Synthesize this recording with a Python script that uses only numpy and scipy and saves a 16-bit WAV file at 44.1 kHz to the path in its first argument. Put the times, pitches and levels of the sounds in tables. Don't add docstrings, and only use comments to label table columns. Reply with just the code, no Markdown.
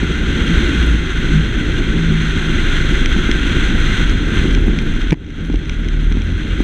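import sys
import numpy as np
from scipy import signal
from scipy.fft import rfft, irfft
from scipy.io import wavfile
from scipy.ndimage import uniform_filter1d, minimum_filter1d

SR = 44100
rng = np.random.default_rng(int(sys.argv[2]) if len(sys.argv) > 2 else 0)


def dump_mix(stems):
    frames = np.atleast_2d(stems).T
    limited = np.clip(frames, -1, 1)
    pcm = np.round(limited * 32767).astype(np.int16)
    wavfile.write(sys.argv[1], SR, pcm)


N = 292383
T = np.arange(N) / SR

# f/Hz, level/dB
BUFFET_SPECTRUM = [(8, -25), (20, 6), (40, 9), (75, 6.5), (110, 0), (190, -2.5), (250, 0), (300, 0),
                   (365, -6), (410, -9.5), (500, -16.5), (620, -24.5), (900, -31), (2000, -66.5)]
# f/Hz, level/dB
CRACK_SPECTRUM = [(200, -4.5), (600, 2), (950, 12), (1300, -0.5), (2300, 8.5), (4000, -15), (6500, -18),
                  (10000, -32), (15000, -52)]
# f/Hz, width/Hz, gain/dB
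AIRFRAME_MODES = [(161.4, 21, 5), (213.8, 6.7, 6), (348.5, 18, 1.5), (402, 9.3, 3.5)]
# f/Hz, width/Hz, gain/dB
CASE_MODES = [(1418, 156, 3.5), (1554, 134, 5.5), (2050, 154, 4), (2835, 47, 3.5), (2970, 110, -4),
              (3250, 170, 5), (4157, 280, 6), (5020, 160, 2.5), (5876, 490, 7.5), (6290, 440, 9.5),
              (7800, 480, 1.5), (10440, 500, 2.5)]
# t/s, push/dB, half-width/s, relative crack/dB
THUMP_BLOWS = [(5.1228, 10.5, .0012, 8.5), (5.1288, 15.5, .0008, 6), (5.1352, 7, .0011, -2),
               (5.1425, -5, .0012, -3)]


def engine(panel_hz=161, panel_width_hz=20, clean_db=-28, airframe_hz=360, airframe_width_hz=55):
    # t/s, half-width/s, rise/dB
    judders = [(.87, 0.12, 13), (1.39, 0.085, 8.5), (1.92, 0.1, 9), (4.1, 0.096, 8), (4.56, 0.2, 11.5),
               (5.08, 0.068, 13.5), (5.55, 0.043, 10.5), (6.07, 0.17, 10.5), (6.62, 0.05, 7)]
    # t/s, half-width/s, rise/dB
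    drones = [(.52, 0.053, 11), (.85, 0.21, 4.5), (1.37, 0.059, 16), (2.12, 0.24, 10.5), (2.48, 0.05, 6.5),
              (6.0, 0.045, 5.5)]
    hz = firing_rate()
    phase = 2 * np.pi * np.cumsum(hz * (1 + .00802 * walk(25))) / SR
    firing = undb(-23 + swells(judders) + 2.5 * walk(22)) * np.sin(phase)
    fuselage_gain = resonance(2 * hz, centre_hz=84.5, width_hz=12.6)
    boom = undb(-27 + 4 * walk(13)) * fuselage_gain * np.sin(2 * phase)
    drone_db = -26.5 + swells(drones)
    build_up = 1 / (1 + undb(2 * (clean_db - drone_db)))
    panel = sum(np.sin(k * phase) * resonance(k * hz, panel_hz, panel_width_hz) for k in (3, 4))
    drone = undb(drone_db + .8 * walk(30)) * build_up * panel
    exhaust = np.zeros(N)
    for k in (5, 6, 7):
        growl = resonance(k * hz, airframe_hz, airframe_width_hz) ** 2 * np.sin(k * phase)
        exhaust += undb(-34) * walk(45) * growl
    return np.sqrt(2) * (firing + boom + drone + exhaust)


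def firing_rate(rise_s=.24, fall_s=.46):
    # t/s, firing rate/Hz
    speed = [(0, 64.1), (.25, 62.62), (.42, 53.94), (1.2, 52.42), (2.2, 53.21), (2.6, 51.47), (3.9, 50.9),
             (4.25, 42), (4.7, 37.48), (5.55, 41.07), (6.0, 37.9), (6.63, 46)]
    # peak t/s, rise/Hz
    blips = [(0.701, 6.5), (1.661, 7.5)]
    lift_hz = sum(np.interp(T, [s - rise_s, s, s + fall_s], [0, hz, 0]) for s, hz in blips)
    return curve(speed) + lift_hz


def wind():
    # t/s, hiss level/dB
    airflow = [(0, -25.5), (1.9, -27.5), (2.75, -22.5), (3.3, -24.5), (3.55, -22.5), (4.0, -23), (4.2, -27),
               (5.05, -30), (5.45, -36), (6.2, -33.5), (6.62, -29.5)]
    # t/s, half-width/s, hiss change/dB, extra buffeting/dB
    gusts = [(.4, .13, 1, 3.5), (0.655, 0.22, 4, 1.5), (1.123, .14, 0.5, -3.5), (1.318, 0.11, 2.2, 0.5),
             (1.797, 0.22, 2, 2.5), (2.24, .17, .5, -2), (3.957, 0.082, 1.5, -1.5), (4.418, 0.11, 5.5, 1.5),
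             (4.64, 0.19, -2, 5.5)]
    s, half_s, change_db, extra_db = np.transpose(gusts)
    hiss_db = curve(airflow) + swells(zip(s, half_s, change_db))
    gust_db = swells(zip(s, half_s, extra_db))
    return slipstream(hiss_db) + buffeting(hiss_db, gust_db)


def buffeting(hiss_db, gust_db, cruise_hiss_db=-25, slope_db_per_db=.52):
    eddies = rng.standard_normal(N) * undb(1.65 * walk(110))
    buffet_db = -17.5 + slope_db_per_db * (hiss_db - cruise_hiss_db) + gust_db
    return unit(ring(eddies, response(BUFFET_SPECTRUM, AIRFRAME_MODES))) * undb(buffet_db)


def slipstream(hiss_db, treble_hz=7000, treble_db_per_db=.19, neutral_db=-32):
    # f/Hz, level/dB
    hiss_spectrum = [(300, -26.5), (800, -15.5), (1150, -11.5), (1400, -2.5), (1900, -3.5), (2600, -7),
                     (3600, -6), (4150, -17), (4450, -26), (5400, -30), (6800, -26), (8200, -30.5),
                     (10000, -40.5), (15000, -53.5)]
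    air = rng.standard_normal(N) * undb(.81 * walk(60) + .62 * walk(400))
    hiss = unit(ring(air, response(hiss_spectrum, CASE_MODES)))
    treble = signal.sosfiltfilt(signal.butter(2, treble_hz, "high", fs=SR, output="sos"), hiss)
    treble_gain = undb(treble_db_per_db * (hiss_db - neutral_db))
    return (hiss + treble * (treble_gain - 1)) * undb(hiss_db)


def thump(crack_decay_s=.0016):
    push, crack_envelope = np.zeros(N), np.zeros(N)
    for s, push_db, half_s, crack_db in THUMP_BLOWS:
        u = (T - s) / half_s
        push -= undb(push_db) * u * np.exp((1 - u ** 2) / 2)
        age_s = T - s + half_s
        crack_envelope += undb(crack_db) * (age_s > 0) * np.exp(-np.abs(age_s) / crack_decay_s)
    h = response(CRACK_SPECTRUM)
    crack = ring(crack_envelope * rng.standard_normal(N), h / np.linalg.norm(h))
    return push + undb(-4) * crack


def shudder(level_db=-11, t60_s=.72):
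    age_s = T - THUMP_BLOWS[1][0]
    envelope = (age_s > 0) * undb(level_db - 60 * np.abs(age_s) / t60_s)
    return envelope * unit(ring(rng.standard_normal(N), response(BUFFET_SPECTRUM, AIRFRAME_MODES)))


def jolts(t60_s=.026, rise_s=.0017, knock_db=-20.5, knock_lag_s=.00216):
    # t/s, level/dB, f/Hz
    hits = [(0.029, 2, 244), (3.163, 3, 192), (3.291, 2.5, 276.2), (4.363, -2, 252), (4.454, -2.5, 282),
            (4.575, -1, 230), (4.68, 1.5, 199.8), (5.499, -0.5, 262), (5.541, -0.5, 295),
            (6.116, -1.5, 186), (6.169, -1.5, 222.7), (6.603, 2, 288)]
    ringing = np.zeros(N)
    for s, db, hz in hits:
        active = (T > s) & (T < s + 2 * t60_s)
        age_s = T[active] - s
        envelope = (1 - np.exp(-age_s / rise_s)) * undb(db - 60 * age_s / t60_s)
        ringing[active] += envelope * np.sin(2 * np.pi * hz * age_s)
    s, db, _ = np.transpose(hits)
    return ringing + ring(blows(s + knock_lag_s, undb(db + knock_db)), response(CRACK_SPECTRUM))


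def rattles(skid_contacts=6):
    # t/s, level/dB
    ticks = [(3.0586, -2.5), (3.3137, -3.5), (4.096, -13), (4.5087, -17), (4.5486, -10), (4.7877, -10.5),
             (5.016, -17), (5.1069, -11), (5.5572, -21), (5.695, -13), (5.885, -17), (6.123, -17),
             (6.2183, -19)]
    # f/Hz, level/dB
    tap_spectrum = [(300, -25), (1100, -18), (1700, -7), (2200, 0), (2600, -3), (3200, -3), (3900, -9),
                    (4600, -24), (5200, -16), (5900, -18.5), (6800, -28), (8200, -28), (10500, -41),
                    (15000, -56)]
    s, db = np.transpose(ticks)
    firm = blows(s + .0008, undb(db))
    lag, force = rng.random((len(s), 2, skid_contacts)).transpose(1, 0, 2)
    skid_s = s[:, None] + .001 + .002 * lag
    skid_force = undb(db)[:, None] * (force - .5)
    skid = blows(skid_s.ravel(), skid_force.ravel())
    return ring(firm + skid + light_contacts(floor_db=-34), response(tap_spectrum, CASE_MODES))


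def tail_sway(bending_hz=25.43):
    # t/s, level/dB
    sway = [(0, -29), (1.25, -16), (1.65, -21.5), (2.8, -13.5), (4.0, -13.5), (4.7, -19), (5.05, -17.5),
            (5.4, -28.5), (6.63, -29)]
    phase = 2 * np.pi * np.cumsum(bending_hz * (1 + .054 * walk(16))) / SR
    return undb(curve(sway) + 1.9 * walk(9)) * np.sin(phase)


def mount_crackle():
    # t/s, level/dB
    snaps = [(0.8644, -25), (0.8999, -33), (3.0584, -29), (3.1018, -30), (3.1792, -31), (4.1121, -33),
             (4.6658, -33), (4.8643, -35), (6.1018, -34), (6.6144, -32)]
    # f/Hz, level/dB
    snap_spectrum = [(1000, -18), (3000, 0), (4700, -6), (8000, 0), (10500, -2), (13000, -11), (15000, -20)]
    s, db = np.transpose(snaps)
    return ring(blows(s + .0008, undb(db)) + light_contacts(floor_db=-46), response(snap_spectrum))


def light_contacts(floor_db, spread_db=12, count=130, dense_from_s=4.5):
    when, size = rng.random((count, 2)).T
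    s = np.interp(when, [0, .25, 1], [0, dense_from_s, T[-1]])
    return blows(s, undb(floor_db + spread_db * size ** 2))


def undb(db):
    return 10 ** (np.asarray(db) / 20)


def unit(x):
    return x / np.std(x)


def curve(rows):
    return np.interp(T, *np.transpose(rows))


def swells(rows):
    return sum(db * np.exp(-((T - s) / half_s) ** 2) for s, half_s, db in rows)


def walk(rate_hz):
    hold = max(int(SR / rate_hz), 2)
    steps = np.repeat(rng.standard_normal(N // hold + 1), hold)
    return unit(uniform_filter1d(uniform_filter1d(steps, hold), hold)[:N])


def resonance(hz, centre_hz, width_hz):
    return 1 / np.hypot(1, (hz - centre_hz) / width_hz)


def response(spectrum, modes=(), size=16384):
    f = np.fft.rfftfreq(size, 1 / SR)
    hz, db = np.transpose(spectrum)
    gain_db = np.interp(np.log(f + 1), np.log(hz), db)
    for centre_hz, width_hz, height_db in modes:
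        gain_db += height_db * .5 ** ((2 * (f - centre_hz) / width_hz) ** 2)
    cepstrum = irfft(np.log(undb(gain_db)))
    h = irfft(np.exp(rfft(2 * cepstrum[:size // 2], size)))
    return h / np.abs(h).max()


def ring(force, h):
    return signal.fftconvolve(force, h)[:N]


def blows(times_s, sizes):
    return np.bincount(np.clip(np.asarray(times_s) * SR, 0, N - 1).astype(int), sizes, N)


def limiter(x, ceiling=.99, release_db_per_s=66, hold_samples=800, ramp_samples=400):
    over_db = 20 * np.log10(np.maximum(np.abs(x) / ceiling, 1))
    held_db = -minimum_filter1d(-over_db, hold_samples, origin=(hold_samples - 1) // 2)
    cut_db = np.maximum.accumulate(held_db + release_db_per_s * T) - release_db_per_s * T
    gain_db = uniform_filter1d(minimum_filter1d(-cut_db, ramp_samples), ramp_samples)
    return x * undb(gain_db)


def scene():
    roar = wind() + tail_sway() + engine()
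    return (roar + rattles() + mount_crackle() + jolts() + thump() + shudder())[None]


def record(dry):
    lowpass = signal.ellip(8, .2, 70, 14900, fs=SR, output="sos")
    return signal.sosfilt(lowpass, limiter(dry[0]))[None]


dry = scene()
out = record(dry)
dump_mix(out)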